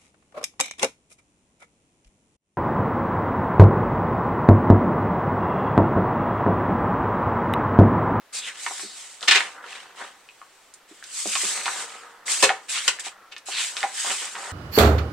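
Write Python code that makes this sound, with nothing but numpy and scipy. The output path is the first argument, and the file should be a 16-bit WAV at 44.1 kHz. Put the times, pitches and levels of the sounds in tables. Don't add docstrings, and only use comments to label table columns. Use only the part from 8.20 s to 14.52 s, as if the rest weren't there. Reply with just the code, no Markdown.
import sys
import numpy as np
from scipy import signal
from scipy.fft import rfft, irfft
from scipy.io import wavfile
from scipy.ndimage import uniform_filter1d, minimum_filter1d

SR = 44100
rng = np.random.default_rng(int(sys.argv[2]) if len(sys.argv) > 2 else 0)


def to_wav(sig):
    pcm = np.clip(np.atleast_2d(sig), -1, 1) * 32767
    pcm = np.round(pcm).astype(np.int16)
    wavfile.write(sys.argv[1], SR, pcm.T)


N = 278712

# frequency in Hz, level in dB.
HUSH_EQ = [(20, -13), (74, -20), (204, -16), (399, -8.5), (1300, -6.5), (2400, -11), (16000, -29)]
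SWEEP_EQ = [(60, -29), (150, -18), (300, -8), (450, -1.5), (800, 2.5), (1300, 6), (2000, 2.5), (4000, -51),
            (16000, -90)]
SCRAPE_EQ = [(100, -36), (400, -28.5), (900, -13.5), (1500, -4), (2100, 1.5), (3200, 0.5), (5000, -8.5),
             (9000, -12.5), (16000, -57)]
HISS_EQ = [(100, -47.5), (1000, -14.5), (3000, -5.5), (4500, -1.5), (6000, -1.5), (8000, 5), (9200, -2.5),
           (10500, -12), (13000, -23), (16000, -34)]
SLAP_EQ = [(30, -39), (200, -26), (400, -14.5), (900, -6.5), (1900, 3), (3200, -1), (5500, -5.5),
           (8200, -6.5), (11000, -22), (16000, -27)]
# frequency in Hz, side level against mid in dB.
STEREO_WIDTH = [(60, -16), (300, -14.5), (1300, -10), (2400, -8), (4400, -3.5), (8000, -0.5), (16000, 0.5)]
# pitch in Hz, bandwidth in Hz, level in dB.
AIR_MODES = [(210, 12, 2), (391.4, 10, 2), (504, 45, -9), (764, 13.4, 2.5), (936, 37, -4.5)]
# delay in seconds, gain.
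WALL_ECHOES = [(.0028, 0.25), (.0056, 0.31), (.0099, .5), (0.0127, 0.36)]
# start, rise, hold and fade in seconds, level in dB.
AIR_SWEEPS = [(0.116, 0.012, 0.02, 2, -49.5), (1.009, 0.018, 0.021, 0.05, -35.5),
              (1.097, 0.076, 0.026, 0.22, -32), (1.334, 0.03, 0.19, 0.5, -43),
              (1.762, 0.039, 0.024, 0.13, -36), (3.15, 0.2, 0.016, 1.1, -37),
              (3.455, 0.053, 0.14, 0, -38.5), (4.048, 0.039, 0.036, 0.33, -38),
              (4.234, 0.027, 0.031, 0.15, -33), (4.646, 0.015, 0.028, 0.65, -44),
              (5.45, 0.13, 0.11, 0.25, -43), (5.836, 0.044, 0.037, 0.07, -29.5),
              (6.009, 0.011, 0.014, 0.27, -37.5), (6.135, 0.03, 0.16, 0.15, -35.5)]
# start, rise, hold and fade in seconds, face hiss in dB, edge scrape in dB.
HAND_STROKES = [(.124, .025, .038, .06, -31.5, -38), (.2, .075, .012, .07, -39.5, -34),
                (.31, .05, .08, .2, -49, -43), (.36, .08, .19, .13, -36.5, -42),
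                (.67, .1, .08, .35, -42.5, -45), (1.005, .025, .03, .05, -42, -50),
                (1.08, .06, .05, .17, -37, -31), (1.42, .09, .05, .2, -52, -38.5),
                (1.744, .045, .06, .14, -51, -42), (1.9, .1, .45, .5, -62, -63),
                (2.675, .02, .12, .15, -55, -55), (2.82, .1, .03, .1, -42, -44),
                (2.905, .085, .02, .22, -29.5, -42), (3.03, .11, .16, .34, -27, -31),
                (3.43, .025, .17, .08, -35, -36.5), (3.63, .06, .05, .27, -49, -44),
                (4.054, .062, .02, .14, -23, -29.5), (4.17, .04, .02, .12, -29, -33),
                (4.4, .04, .04, .05, -55, -58), (4.483, .015, .03, .2, -29.5, -29.5),
                (4.54, .02, .008, .1, -38, -22.5), (4.6, .06, .025, .1, -34, -35),
                (4.793, .004, .008, .035, -33, -38), (4.83, .028, .015, .05, -37, -32),
                (5.255, .017, .04, .15, -36.5, -41.5), (5.29, .11, .015, .12, -35, -24),
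                (5.36, .06, .03, .17, -30, -40), (5.555, .018, .05, .25, -37, -37),
                (5.71, .095, .13, .3, -29, -31), (5.97, .05, .03, .1, -38, -34),
                (6.14, .04, .1, .3, -42, -41)]
# start and end in seconds, first and last pitch in Hz, level in dB.
SINGING_GLIDES = [(0.132, .22, 4900, 3980, -35), (.2, .31, 3600, 2600, -35),
                  (0.251, 0.332, 2250, 1855, -36.5), (0.517, .8, 4750, 4350, -43.5),
                  (1.356, 1.422, 1410, 1390, -42), (3.082, 3.161, 3200, 2490, -39),
                  (5.303, 5.468, 4410, 3345, -32.5)]
# start in seconds, level in dB, pitch in Hz, ring length in cycles.
BUCKLE_POPS = [(.464, -14.5, 2020, 8), (.510, -26, 900, 5), (.596, -26, 1390, 4.2), (.633, -40, 372, 6.7),
               (1.009, -26, 3800, 4.6), (1.028, -16, 3450, 9.3), (1.040, -24, 3900, 6),
               (1.055, -30, 3700, 5.3), (1.206, -9.5, 2020, 10), (1.441, -29, 1520, 13),
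               (2.089, -33.5, 2530, 11), (2.216, -33, 1160, 13), (2.539, -28, 7950, 4.8),
               (2.712, -45, 307, 4.9), (2.826, -31.5, 1610, 23), (2.840, -23.5, 3800, 1.6),
               (3.057, -24.5, 500, 4.5), (3.074, -13, 7240, 4), (3.154, -8, 2500, 2.3),
               (3.235, -31.5, 448, 6), (3.458, -10, 2200, 2.5), (3.480, -12.5, 1410, 5.6),
               (4.081, -19.5, 2040, 29), (4.293, -4.5, 1780, 6.2), (4.682, -7, 2830, 9.6),
               (4.788, -26.5, 1780, 22), (4.796, -25, 6860, 13), (4.867, -28.5, 830, 5.1),
               (5.165, -23, 2450, 3.5), (5.181, -25.5, 5040, 1.9), (5.286, -27, 780, 8),
               (5.568, -13, 2630, 1.7), (5.606, -18, 3000, 2.2), (5.630, -10.5, 1940, 5.7),
               (5.847, -26, 895, 8.7), (5.888, -20, 2960, 5.4), (5.905, -13, 2460, 3.7),
               (6.154, -19.5, 1700, 3.5)]
# start in seconds, level in dB, pitch in Hz, ring length in cycles.
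LOW_THUMPS = [(.465, -20.5, 1030, 8.7), (.642, -48, 213, 8.5), (3.064, -42.5, 205, 12),
              (3.157, -21.5, 1030, 9.1), (3.242, -45, 212, 7.9), (3.464, -21.5, 983, 13),
              (4.229, -7.5, 493, 7.8), (4.302, -15.5, 775, 16), (5.636, -18, 801, 20.4)]
# start in seconds, level in dB, swell and fade in seconds, centre of the crack in Hz.
LANDINGS = [(1.075, -8.5, 0.01, 0.0094, 3100), (1.108, -9.5, 0.0039, 0.015, 3070),
            (1.143, -13, 0.015, 0.016, 2270), (4.225, -1.5, 0.002, 0.008, 7500),
            (4.678, -8.5, 0.0013, 0.0047, 5940), (5.112, -38, 0.015, 0.0069, 2800)]
# start and end in seconds, pitch in Hz, level in dB.
WHISTLE_TONES = [(3.6, 3.93, 1290, -46), (3.55, 3.95, 465, -57), (4.92, 5.14, 1345, -54),
                 (4.93, 5.1, 1110, -57)]
# start in seconds, level in dB.
STACK_KNOCKS = [(4.230, -6), (4.682, -30)]
# pitch in Hz, level in dB, ring length in cycles.
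WOOD_MODES = [(386, -10.5, 28), (530.6, -9, 66), (990, 3.5, 19)]

SWEEP_DB, SCRAPE_DB, HISS_DB = -2.5, -1, 1.9
BUCKLE_DB, THUMP_DB, SLAP_DB, KNOCK_DB = 3, 3, 2, 3
FLAT_EQ = [(20, 0)]


def from_db(db):
    return 10 ** (np.asarray(db) / 20)


def rms_one(x):
    return x / np.sqrt(np.mean(x ** 2) + 1e-20)


def gain_at(curve, hz):
    known_hz, level_db = np.transpose(curve)
    return from_db(np.interp(np.log(hz + 1), np.log(known_hz), level_db))


def low_pass(x, hz, order=2):
    return signal.sosfilt(signal.butter(order, min(hz, .45 * SR), fs=SR, output="sos"), x + 1e-18)


def resonance(x, hz, width_hz):
    r = np.exp(-np.pi * width_hz / SR)
    feedback = [1, -2 * r * np.cos(2 * np.pi * hz / SR), r * r]
    return signal.lfilter(np.array([1, 0, -1]) * (1 - r * r) / 2, feedback, x + 1e-18)


def drift(rate):
    knots = rng.standard_normal(N // 4)
    return rms_one(np.interp(np.arange(N) * rate / SR, np.arange(len(knots)), knots))


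def noise(eq, grain=1, size=N):
    hz = np.arange(size // 2 + 1) * SR / size
    mid, side = rfft(rng.standard_normal((2, size)) * grain) * gain_at(eq, hz)
    side = side * gain_at(STEREO_WIDTH, hz)
    return rms_one(irfft([mid + side, mid - side], size))


def add(out, start_s, sound):
    at = round(start_s * SR)
    out[:, at:at + sound.shape[1]] += sound[:, :N - at]


def standing_waves(x):
    return sum(from_db(db) * resonance(x, hz, width_hz) for hz, width_hz, db in AIR_MODES)


def room_hush(level_db=-56, box_ring=0.075):
    hush = noise(HUSH_EQ)
    return from_db(level_db) * rms_one(hush + box_ring * standing_waves(hush))


def push(start_s, rise_s, hold_s, fade_s, rise_power=0.92, stop_fades=1.6):
    t = np.arange(N) / SR - start_s
    rise = np.clip(t / rise_s, 0, 1) ** rise_power
    fades = np.clip((t - rise_s - hold_s) / fade_s, 0, 10)
    braking = 1 + (fades / stop_fades) ** 4
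    return rise * from_db(-20 * fades) / braking


def friction(eq, grain_db, grains_per_s, judder_db=1.0, judders_per_s=110):
    return noise(eq, from_db(grain_db * drift(grains_per_s) + judder_db * drift(judders_per_s)))


def under_sheet(x, delay_s=0.000696, depth=0.304, changes_per_s=9, echo_gain=0.34):
    lag = delay_s * SR * np.exp(depth * drift(changes_per_s))
    at = np.arange(N)
    echo = np.array([np.interp(at - lag, at, channel) for channel in x])
    return (x + echo_gain * echo) / np.hypot(1, echo_gain)


def sliding(edge_flex_db=-20.5):
    sweep_power = sum((from_db(db) * push(*timing)) ** 2 for *timing, db in AIR_SWEEPS)
    hiss_power = scrape_power = 0
    for *timing, hiss_db, scrape_db in HAND_STROKES:
        speed = push(*timing)
        hiss_power += (from_db(hiss_db) * speed) ** 2
        scrape_power += (from_db(scrape_db) * speed) ** 2
    sweep_power += scrape_power * from_db(edge_flex_db) ** 2
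    sweep = np.sqrt(sweep_power) * friction(SWEEP_EQ, grain_db=2.5, grains_per_s=600)
    scrape = np.sqrt(scrape_power) * friction(SCRAPE_EQ, grain_db=2.5, grains_per_s=1500)
    hiss = np.sqrt(hiss_power) * friction(HISS_EQ, grain_db=0.5, grains_per_s=4600)
    return from_db(SWEEP_DB) * sweep + under_sheet(from_db(SCRAPE_DB) * scrape + from_db(HISS_DB) * hiss)


def box_and_room(x, wet_db, scatter_t60_s=0.11, room_t60_s=0.28, build_up_s=0.00064):
    t = np.arange(SR * 2 // 3) / SR
    direct, echoes = (t == 0) * 1., np.zeros(len(t))
    for delay_s, gain in WALL_ECHOES:
        echoes[round(delay_s * SR)] += gain
    wet = low_pass(echoes, hz=2500, order=1)
    build_up = 1 - np.exp(-t / build_up_s)
    for t60_s, level_db, top_hz in [(scatter_t60_s, 1.5, 7000), (room_t60_s, -1, 3000)]:
        tail = noise(FLAT_EQ, size=len(t)) * from_db(-60 * t / t60_s) * build_up
        wet = wet + from_db(level_db) * low_pass(rms_one(tail), top_hz, order=1) / np.sqrt(len(t))
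    response = direct + standing_waves(direct) + from_db(wet_db) * wet
    response /= np.sqrt(np.sum(response ** 2) / 2)
    return signal.fftconvolve(x, response, axes=1)[:, :N]


def airy_note(length_s, start_hz, end_hz, width_share):
    size = round(length_s * SR)
    phase = 2 * np.pi * np.cumsum(np.geomspace(start_hz, end_hz, size)) / SR
    real, imag = low_pass(rng.standard_normal((2, SR)), width_share * start_hz)[:, -size:]
    swell = np.sin(np.pi * np.arange(size) / size)
    return swell * rms_one(real * np.cos(phase) + imag * np.sin(phase))[None]


def singing():
    out = np.zeros((2, N))
    for start_s, end_s, start_hz, end_hz, db in SINGING_GLIDES:
        add(out, start_s, from_db(db) * airy_note(end_s - start_s, start_hz, end_hz, width_share=0.13))
    return out


def pop(hz, cycles, crinkle_db=-10, crinkle_s=0.006, overtone_reach=2.4, bass_share=0.21, top_hz=9000):
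    t = np.arange(SR // 8) / SR
    crinkle = noise(FLAT_EQ, size=len(t)) * np.exp(-t / crinkle_s) * np.sqrt(hz / SR)
    width_hz = np.log(1000) / np.pi * hz / cycles
    pulse = resonance((t == 0) + from_db(crinkle_db) * crinkle, hz, width_hz)
    pulse = low_pass(pulse, min(overtone_reach * hz, top_hz), order=3)
    pulse -= low_pass(pulse, bass_share * hz, order=1)
    return pulse / np.abs(pulse).max()


def buckles():
    out = np.zeros((2, N))
    for start_s, db, hz, cycles in BUCKLE_POPS:
        add(out, start_s, from_db(db) * pop(hz, cycles))
    return from_db(BUCKLE_DB) * out


def thumps(rustle=0.53, rustle_width_share=0.57):
    out = np.zeros((2, N))
    for start_s, db, hz, cycles in LOW_THUMPS:
        turns = hz * np.arange(SR // 8) / SR
        flutter = rng.standard_normal(len(turns))
        for _ in range(2):
            flutter = rms_one(resonance(flutter, hz, rustle_width_share * hz))
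        envelope = turns * from_db(-60 * turns / cycles)
        thump = envelope * (np.sin(2 * np.pi * turns) + rustle * flutter)
        add(out, start_s, from_db(db) * thump[None] / np.abs(thump).max())
    return from_db(THUMP_DB) * out


def slaps(crackle_db=2.5, crackles_per_s=1500, focus=1.27, width_share=0.84, treble_reach=2.56):
    out, t = np.zeros((2, N)), np.arange(SR // 4) / SR
    crackle = noise(SLAP_EQ, from_db(crackle_db * drift(crackles_per_s)))
    for start_s, db, swell_s, fade_s, hz in LANDINGS:
        at = round(start_s * SR)
        burst = crackle[:, at:at + len(t)]
        crack = burst + focus * resonance(burst, hz, width_share * hz)
        crack = rms_one(low_pass(crack, treble_reach * hz, order=1))
        contact = np.minimum(t / swell_s, 1) * np.exp(-np.maximum(t - swell_s, 0) / fade_s)
        add(out, start_s, from_db(db) * contact * crack)
    return from_db(SLAP_DB) * out


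def whistles():
    out = np.zeros((2, N))
    for start_s, end_s, hz, db in WHISTLE_TONES:
        add(out, start_s, from_db(db) * airy_note(end_s - start_s, hz, hz, width_share=0.022))
    return out


def knocks():
    out = np.zeros((2, N))
    for start_s, db in STACK_KNOCKS:
        for k, (hz, mode_db, cycles) in enumerate(WOOD_MODES):
            add(out, start_s, (-1) ** k * from_db(db + mode_db) * pop(hz, cycles))
    return from_db(KNOCK_DB) * out


def scene(action_db=-0.5):
    drier = box_and_room(sliding() + singing() + whistles() + knocks(), wet_db=-12.0)
    wetter = box_and_room(buckles() + thumps() + slaps(), wet_db=-2.8)
    return from_db(action_db) * (drier + wetter) + room_hush()


def record(dry, ceiling=0.82, cutoff_hz=15800):
    allowed = ceiling / np.maximum(np.abs(dry).max(axis=0), ceiling)
    gain = uniform_filter1d(minimum_filter1d(allowed, size=65), size=65)
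    high_cut = signal.ellip(12, .1, 95, cutoff_hz, fs=SR, output="sos")
    return signal.sosfilt(high_cut, dry * gain)


dry = scene()
out = record(dry)
to_wav(out)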